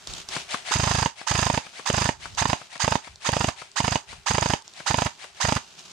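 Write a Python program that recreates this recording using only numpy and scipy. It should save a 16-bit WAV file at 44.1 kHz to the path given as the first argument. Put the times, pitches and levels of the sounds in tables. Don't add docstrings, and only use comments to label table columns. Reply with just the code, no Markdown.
import sys
import numpy as np
from scipy import signal
from scipy.fft import rfft, irfft, next_fast_len
from scipy.io import wavfile
from scipy.ndimage import uniform_filter1d

SR = 44100
rng = np.random.default_rng(int(sys.argv[2]) if len(sys.argv) > 2 else 0)


def inscribe(sig):
    pcm = np.round(np.clip(np.atleast_2d(sig).T, -1, 1) * 32767)
    wavfile.write(sys.argv[1], SR, pcm.astype(np.int16))


N = 261424
TIME = np.arange(N) / SR

# first_shot_s, rounds, empty_rounds, feed_every_rounds
BURSTS = [(0.7584, 9, 8, 2), (1.312, 8, 5, 2), (1.9015, 6, 0, 5), (2.418, 4, 1, 2), (2.8416, 4, 1, 2),
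          (3.2912, 6, 0, 2), (3.8042, 5, 0, 2), (4.3062, 7, 2, 2), (4.9054, 5, 1, 2), (5.4467, 4, 2, 2)]


def from_db(db):
    return 10 ** (np.asarray(db) / 20)


def unit_rms(x):
    return x / np.sqrt(np.mean(x ** 2) + 1e-20)


def colour(x, points, size=4096):
    hz, db = np.transpose(points)
    log_hz = np.log(np.maximum(np.fft.rfftfreq(size, 1 / SR), 1))
    cepstrum = irfft(np.log(from_db(np.interp(log_hz, np.log(hz), db))))
    cepstrum[1:size // 2] *= 2
    cepstrum[size // 2 + 1:] = 0
    impulse = irfft(np.exp(rfft(cepstrum)))
    return signal.oaconvolve(np.atleast_2d(x), impulse[None], axes=1)[:, :N]


def ears(x, shade):
    size = next_fast_len(N + 4096)
    hz, db = np.transpose(shade)
    log_hz = np.log(np.maximum(np.fft.rfftfreq(size, 1 / SR), 1))
    ratio = from_db(np.interp(log_hz, np.log(hz), db))
    ear_gains = 2 * np.array([ratio, np.ones_like(ratio)]) / (1 + ratio)
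    return irfft(rfft(x, size) * ear_gains, size)[:, :N]


def noise(correlation):
    mid, side = rng.standard_normal((2, N))
    return (np.sqrt(1 + correlation) * mid + np.sqrt(1 - correlation) * side * [[1], [-1]]) / np.sqrt(2)


def drift(rate_hz):
    knots = rng.standard_normal(int(N / SR * rate_hz) + 2)
    return np.interp(TIME * rate_hz, np.arange(len(knots)), knots)


def strikes(at_s, gains):
    out = np.zeros(N)
    np.add.at(out, np.clip(np.round(at_s * SR).astype(int), 0, N - 1), gains)
    return out


def decay(clicks, life_s):
    return signal.lfilter([1], [1, -np.exp(-1 / (life_s * SR))], clicks + 1e-18)


def swells(rows, attack_s, release_s):
    gain = np.zeros(N)
    for start_s, hold_s, level_db in rows:
        rise = np.clip(1 + (TIME - start_s) / attack_s, 0, 1)
        fall = np.exp(-np.maximum(TIME - start_s - hold_s, 0) / release_s)
        gain += from_db(level_db) * rise * fall
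    return gain


def still_air(level_db=-62.5):
    # freq_hz, gain_db
    spectrum = [(18, -31), (30, -15), (123, 2), (284, -36), (399, 7), (505, -32), (656, -2.5), (1550, -1.5),
                (2910, -5.5), (8500, -11.5), (15500, -32)]
    return from_db(level_db) * unit_rms(colour(noise(0.7), spectrum))


def brush(floor_db=-59.5):
    # start_s, hold_s, level_db
    stirs = [(0.075, 0.14, -51), (0.29, 0.13, -51.5), (1.65, 0.29, -55), (2.2, 0.473, -56),
             (4.65, 0.545, -59.5), (5.35, 0.45, -57), (5.78, 0.14, -53)]
    # freq_hz, gain_db
    spectrum = [(88, -40), (150, 0.5), (326, -8.5), (352, -2), (462, -9), (643, -6), (1450, -6),
                (1940, -10), (2810, -2.5), (4930, -4), (6730, -5.5), (15500, -38.5)]
    envelope = from_db(floor_db) + swells(stirs, attack_s=0.0072, release_s=0.0089)
    grains = noise(0.31) * from_db(2.3 * drift(500))
    return envelope * unit_rms(colour(grains, spectrum))


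def wind(calm_db=-74):
    # start_s, hold_s, level_db
    gusts = [(0.1, 0.042, -53), (0.28, 0.04, -76), (2.1, 0.21, -55), (2.33, 0.15, -50), (3.1, 0.06, -56),
             (4.09, 0.09, -53)]
    spectrum = [(12, -38), (30, 0), (70, 7.5), (150, -1), (300, -23), (1000, -61), (4000, -93)]
    envelope = from_db(calm_db) + swells(gusts, attack_s=0.025, release_s=0.029)
    return envelope * unit_rms(colour(noise(0.6), spectrum))


def pellet_ticks(life_s=0.0012):
    # start_s, level_db
    hits = [(0.0727, -20.5), (0.137, -21), (0.2884, -21.5), (0.356, -21), (2.3496, -23), (2.7784, -23),
            (3.158, -25), (3.716, -28.5), (4.6223, -28), (4.6788, -23.5), (4.7372, -28), (5.7936, -25),
            (5.8574, -33), (5.9158, -28)]
    # freq_hz, gain_db
    spectrum = [(100, -18), (1000, -8.5), (2600, -31), (3600, -3), (6000, -3.5), (8000, -8), (11000, -30),
                (16000, -49)]
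    at_s, level_db = np.transpose(hits)
    envelope = decay(strikes(at_s, from_db(level_db)), life_s)
    return colour(envelope * noise(0.58), spectrum)


def gear_teeth(mesh_hz, second_db, third_db):
    phase = 2 * np.pi * np.cumsum(mesh_hz * (1 + 0.04 * drift(900))) / SR
    return np.sin(phase) + from_db(second_db) * np.sin(2 * phase) + from_db(third_db) * np.sin(3 * phase)


def far_gun(mesh_hz=2480, spin_up_s=0.022, wind_up_s=0.066, rise_s=0.04, coast_s=0.044, pop_db=20):
    # shot_s, level_db
    shots = [(0.3647, -42.5), (0.5436, -42.5), (0.71, -43), (1.214, -45.5), (1.666, -48.5), (1.794, -44.5),
             (2.256, -45), (2.615, -49.5), (2.756, -45), (3.074, -47), (3.263, -43), (3.618, -45),
             (4.128, -46), (4.802, -47), (5.242, -45.5), (5.413, -50.5)]
    # freq_hz, gain_db
    motor_spectrum = [(60, -18), (150, -5), (350, -11.5), (700, 12), (1200, 3.5), (2500, 9.5), (4500, 5.5),
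                      (7000, 2), (9500, -1.5), (12000, -31), (16000, -31)]
    # freq_hz, gain_db
    pop_spectrum = [(50, -15), (140, 4.5), (350, 0), (700, 4.5), (1200, 6.5), (2500, -4.5), (5000, -12.5),
                    (9000, -21), (16000, -41)]
    # freq_hz, left_minus_right_db
    shade = [(100, 0), (400, -1.5), (1200, 12.5), (2400, 7.5), (4400, 0.5), (8000, -2), (15000, 33)]
    speed, level, driven = np.zeros((3, N))
    for shot_s, level_db in shots:
        on = (TIME > shot_s - wind_up_s) & (TIME < shot_s + 2 * wind_up_s)
        running_s, after_s = TIME[on] - shot_s + wind_up_s, np.maximum(TIME[on] - shot_s, 0)
        speed[on] = (1 - np.exp(-running_s / spin_up_s)) * np.exp(-after_s / 0.12)
        level[on] += from_db(level_db) * np.minimum(running_s / rise_s, 1) * np.exp(-after_s / coast_s)
        driven[on] = np.exp(-after_s / 0.0017)
    whine = from_db(-12.5) * driven * gear_teeth(mesh_hz * speed, second_db=1.5, third_db=-10)
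    grind = noise(0.11) * from_db(2 * drift(600))
    motor = colour(level * (whine + grind), motor_spectrum)
    at_s, shot_db = np.transpose(shots)
    pop_envelope = uniform_filter1d(decay(strikes(at_s, from_db(shot_db)), life_s=0.0043), size=130)
    pop = from_db(pop_db) * colour(pop_envelope * noise(0.97), pop_spectrum)
    return ears(motor + pop, shade)


def burst_rounds(first_shot_s, rounds, empty_rounds, feed_every, cycle_s=0.0376, tiring_s_per_s=0.0002):
    index = np.arange(rounds)
    at_s = first_shot_s + index * (cycle_s + tiring_s_per_s * first_shot_s)
    pellet = (index >= empty_rounds) & ((index - empty_rounds) % feed_every == 0)
    after_pellet = np.r_[False, pellet[:-1]]
    shot_db = 1.08 * pellet
    gear_db = -32 - 3 * (index == 1) - 3 * pellet - 4.5 * after_pellet
    gear_db[0] = -26.5
    seal = np.where(pellet, 0.89, 0.08)
    return np.array([at_s, shot_db, gear_db, seal])


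def all_rounds():
    return np.hstack([burst_rounds(*burst) for burst in BURSTS])


def gun_body(x, leak=0.098):
    # centre_hz, width_hz, gain_db
    modes = [(613, 720, -18), (925, 279, 2), (1283, 270, -10), (1720, 530, -5.5), (2714, 1110, -6.5),
             (3720, 500, -9.5), (4840, 630, -1.5), (6280, 780, 2), (7600, 450, -8.5)]
    out = leak * x
    for centre_hz, width_hz, gain_db in modes:
        radius = np.exp(-np.pi * width_hz / SR)
        forward = np.array([1, 0, -1]) * (1 - radius ** 2) / 2
        feedback = [1, -2 * radius * np.cos(2 * np.pi * centre_hz / SR), radius ** 2]
        out = out + from_db(gain_db) * signal.lfilter(forward, feedback, x)
    return out


def receiver_ring(band_hz=(825, 995), life_s=0.04, level_db=-45.5):
    at_s, shot_db, _, _ = all_rounds()
    hum = signal.sosfilt(signal.butter(2, band_hz, "band", fs=SR, output="sos"), noise(0.99))
    power = decay(strikes(at_s, from_db(2 * shot_db)), life_s / 2)
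    return from_db(level_db) * unit_rms(hum) * np.sqrt(power)


def gearbox(mesh_hz=2510, spin_up_s=0.021, wind_up_s=0.05, rise_s=0.0088, slack_s=0.0064,
            sag=0.056, load_db=2.5, run_down_s=0.05, coast_s=0.061, stop_s=0.093, gain_db=5.5):
    # freq_hz, gain_db
    spectrum = [(60, -11), (250, -6), (450, -7.5), (900, 2.5), (2000, 3), (4000, 4), (7000, -1), (9500, -7),
                (11500, -16), (16000, -21)]
    speed, level, surge, engaged = np.zeros((4, N))
    for burst in BURSTS:
        at_s, _, gear_db, _ = burst_rounds(*burst)
        on = (TIME > at_s[0] - wind_up_s) & (TIME < at_s[-1] + 2 * wind_up_s)
        t = TIME[on]
        running_s, after_s = t - t[0], np.maximum(t - at_s[-1], 0)
        cycles = np.interp(t, at_s, np.arange(len(at_s)))
        spring_load = ((cycles - 0.223) % 1 - 0.5) * (t > at_s[0]) * (t < at_s[-1])
        surge[on] = np.exp(-running_s / spin_up_s)
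        speed[on] = (1 - surge[on]) * (1 - sag * spring_load) * np.exp(-after_s / run_down_s)
        from_shot_s = np.abs(t[:, None] - at_s).min(axis=1)
        engaged[on] = (1 - np.exp(-(from_shot_s / slack_s) ** 2)) * np.where(after_s > 0, 0.5, 1)
        effort_db = np.interp(t, at_s - 0.017, gear_db) + load_db * spring_load
        coasting = np.exp(-after_s / coast_s) * np.sqrt(np.clip(1 - after_s / stop_s, 0, 1))
        level[on] = from_db(effort_db) * (1 - np.exp(-(running_s / rise_s) ** 2)) * coasting
    torque = np.sqrt(surge)
    teeth = gear_teeth(mesh_hz * speed, second_db=5.5 - 16 * torque, third_db=-7)
    grind = noise(0.14) * from_db(2.5 * drift(900)) * np.sqrt(speed)
    whine = engaged * teeth * from_db(-16.5 + 11.5 * torque + 2 * drift(280))
    return colour(gun_body(from_db(gain_db) * level * (whine + grind)), spectrum)


def puff(at_s, gains, width_s):
    u = np.arange(-900, 901) / SR / width_s
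    return signal.oaconvolve(strikes(at_s, gains), (1 - u * u) * np.exp(-u * u / 2), "same")


def muzzle_thump(opening_db=3, opening_fade_s=0.22, lag_s=0.0009, low_cut_hz=47, right_bias_db=2.5):
    at_s, shot_db, _, seal = all_rounds()
    puff_db = shot_db + opening_db * np.exp(-(at_s - at_s[0]) / opening_fade_s)
    empty = puff(at_s + lag_s, from_db(puff_db - 18.5) * (1 - seal), width_s=0.0022)
    sealed = puff(at_s + lag_s / 2, from_db(puff_db - 15.5) * seal, width_s=0.0013)
    thump = signal.sosfilt(signal.butter(2, low_cut_hz, "high", fs=SR, output="sos"), empty + sealed)
    return thump * from_db([[-right_bias_db / 2], [right_bias_db / 2]])


def near_shots(crack_db=5.5, spit_db=-3.5, knock_db=14.5, snap_db=-14.5):
    # freq_hz, gain_db
    crack_spectrum = [(60, -4), (200, 21), (450, 15), (900, 6.5), (1500, -6), (3000, -1.5), (5000, -17),
                      (7000, -22), (10000, -23), (12000, -42), (16000, -28)]
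    # freq_hz, gain_db
    slam_spectrum = [(60, -12), (200, 27.5), (450, 13), (900, 9.5), (1500, 4), (3000, -0.5), (5000, -4),
                     (7000, -18), (10000, -14.5), (12000, -30), (16000, -22)]
    snap_spectrum = [(500, -28), (3000, 1.5), (5000, -33), (6500, 2), (10000, -10), (12000, -15),
                     (16000, -24)]
    at_s, shot_db, _, seal = all_rounds()
    sealed, empty = from_db(shot_db) * seal, from_db(shot_db) * (1 - seal)
    slam_spread, bounce_spread, snap_spread = from_db(rng.normal(0, 1, (len(at_s), 3))).T
    hiss = colour(noise(0.6), [(200, -15), (900, -7), (1500, 0), (16000, 0)])

    air_ahead = 0.66 * strikes(at_s - 0.0014, sealed)
    release = strikes(at_s - 0.0004, sealed)
    barrel_echo = -0.67 * strikes(at_s + 0.00219, sealed)
    pulses = from_db(crack_db) * (air_ahead + release + barrel_echo)
    spit = from_db(spit_db) * decay(strikes(at_s - 0.0011, sealed), life_s=0.003) * hiss
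    crack = colour(gun_body(pulses + spit), crack_spectrum)

    rush = strikes(at_s + 0.00034, empty * from_db(-20.5))
    slam = strikes(at_s + 0.004, empty * slam_spread * from_db(-15))
    bounce = strikes(at_s + 0.0066, empty * bounce_spread * from_db(-25.5))
    knock = from_db(knock_db) * (rush - slam + bounce)
    turbulence = hiss * (decay(rush, 0.011) + decay(slam, 0.0041) + decay(bounce, 0.0061))
    piston = colour(gun_body(knock + turbulence), slam_spectrum)

    let_go = decay(strikes(at_s - 0.0105, snap_spread * (1 - 0.5 * seal)), life_s=0.0021)
    snap = colour(gun_body(from_db(snap_db) * let_go * noise(0.11)), snap_spectrum)
    return snap + crack + piston


def near_gun():
    # freq_hz, left_minus_right_db
    shade = [(100, -3), (350, -1.5), (500, -2), (850, -29), (1250, -7), (1800, -11.5), (2700, -2.5),
             (4800, -10), (6500, -14), (9500, -3.5), (15000, -4)]
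    return ears(gearbox() + near_shots() + receiver_ring(), shade) + muzzle_thump()


def woodland_echo(x, t60_s=0.12, build_s=0.027):
    # delay_s, gain_db, cutoff_hz
    ground = [(.0085, -19, 3000)]
    scatter_spectrum = [(100, -27), (400, -18), (1000, -15), (3000, -11), (8000, -14), (16000, -20)]
    t = TIME[:SR // 2]
    tail = rng.standard_normal((2, len(t))) * from_db(-60 * t / t60_s) * (1 - np.exp(-t / build_s))
    tail /= np.sqrt(np.sum(tail ** 2, axis=1, keepdims=True))
    mid = x.mean(axis=0)
    out = colour(signal.oaconvolve(mid[None], tail, axes=1)[:, :N], scatter_spectrum)
    for delay_s, gain_db, cutoff_hz in ground:
        band = signal.butter(1, [cutoff_hz / 10, cutoff_hz], "band", fs=SR, output="sos")
        out = out + from_db(gain_db) * np.interp(TIME - delay_s, TIME, signal.sosfilt(band, mid), left=0)
    return out


def gain_control(x, quiet_gain_db=9, limit_db=-21, recovery_db_per_s=3):
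    power = uniform_filter1d(np.mean(x ** 2, axis=0), size=1400)
    level_db = 10 * np.log10(np.maximum(power, 1e-12))
    over_db = np.maximum(level_db + quiet_gain_db - limit_db, 0)
    recovery_db = recovery_db_per_s * TIME
    cut_db = np.maximum.accumulate(over_db + recovery_db) - recovery_db
    return x * from_db(quiet_gain_db - cut_db)


def scene():
    sources = near_gun() + far_gun() + pellet_ticks()
    return sources + woodland_echo(sources) + still_air() + brush() + wind()


def record(dry):
    ceiling, cutoff_hz = 1.1, 15500
    rounded = ceiling * np.tanh(gain_control(dry) / ceiling)
    return signal.sosfilt(signal.ellip(10, 0.1, 80, cutoff_hz, fs=SR, output="sos"), rounded)


dry = scene()
out = record(dry)
inscribe(out)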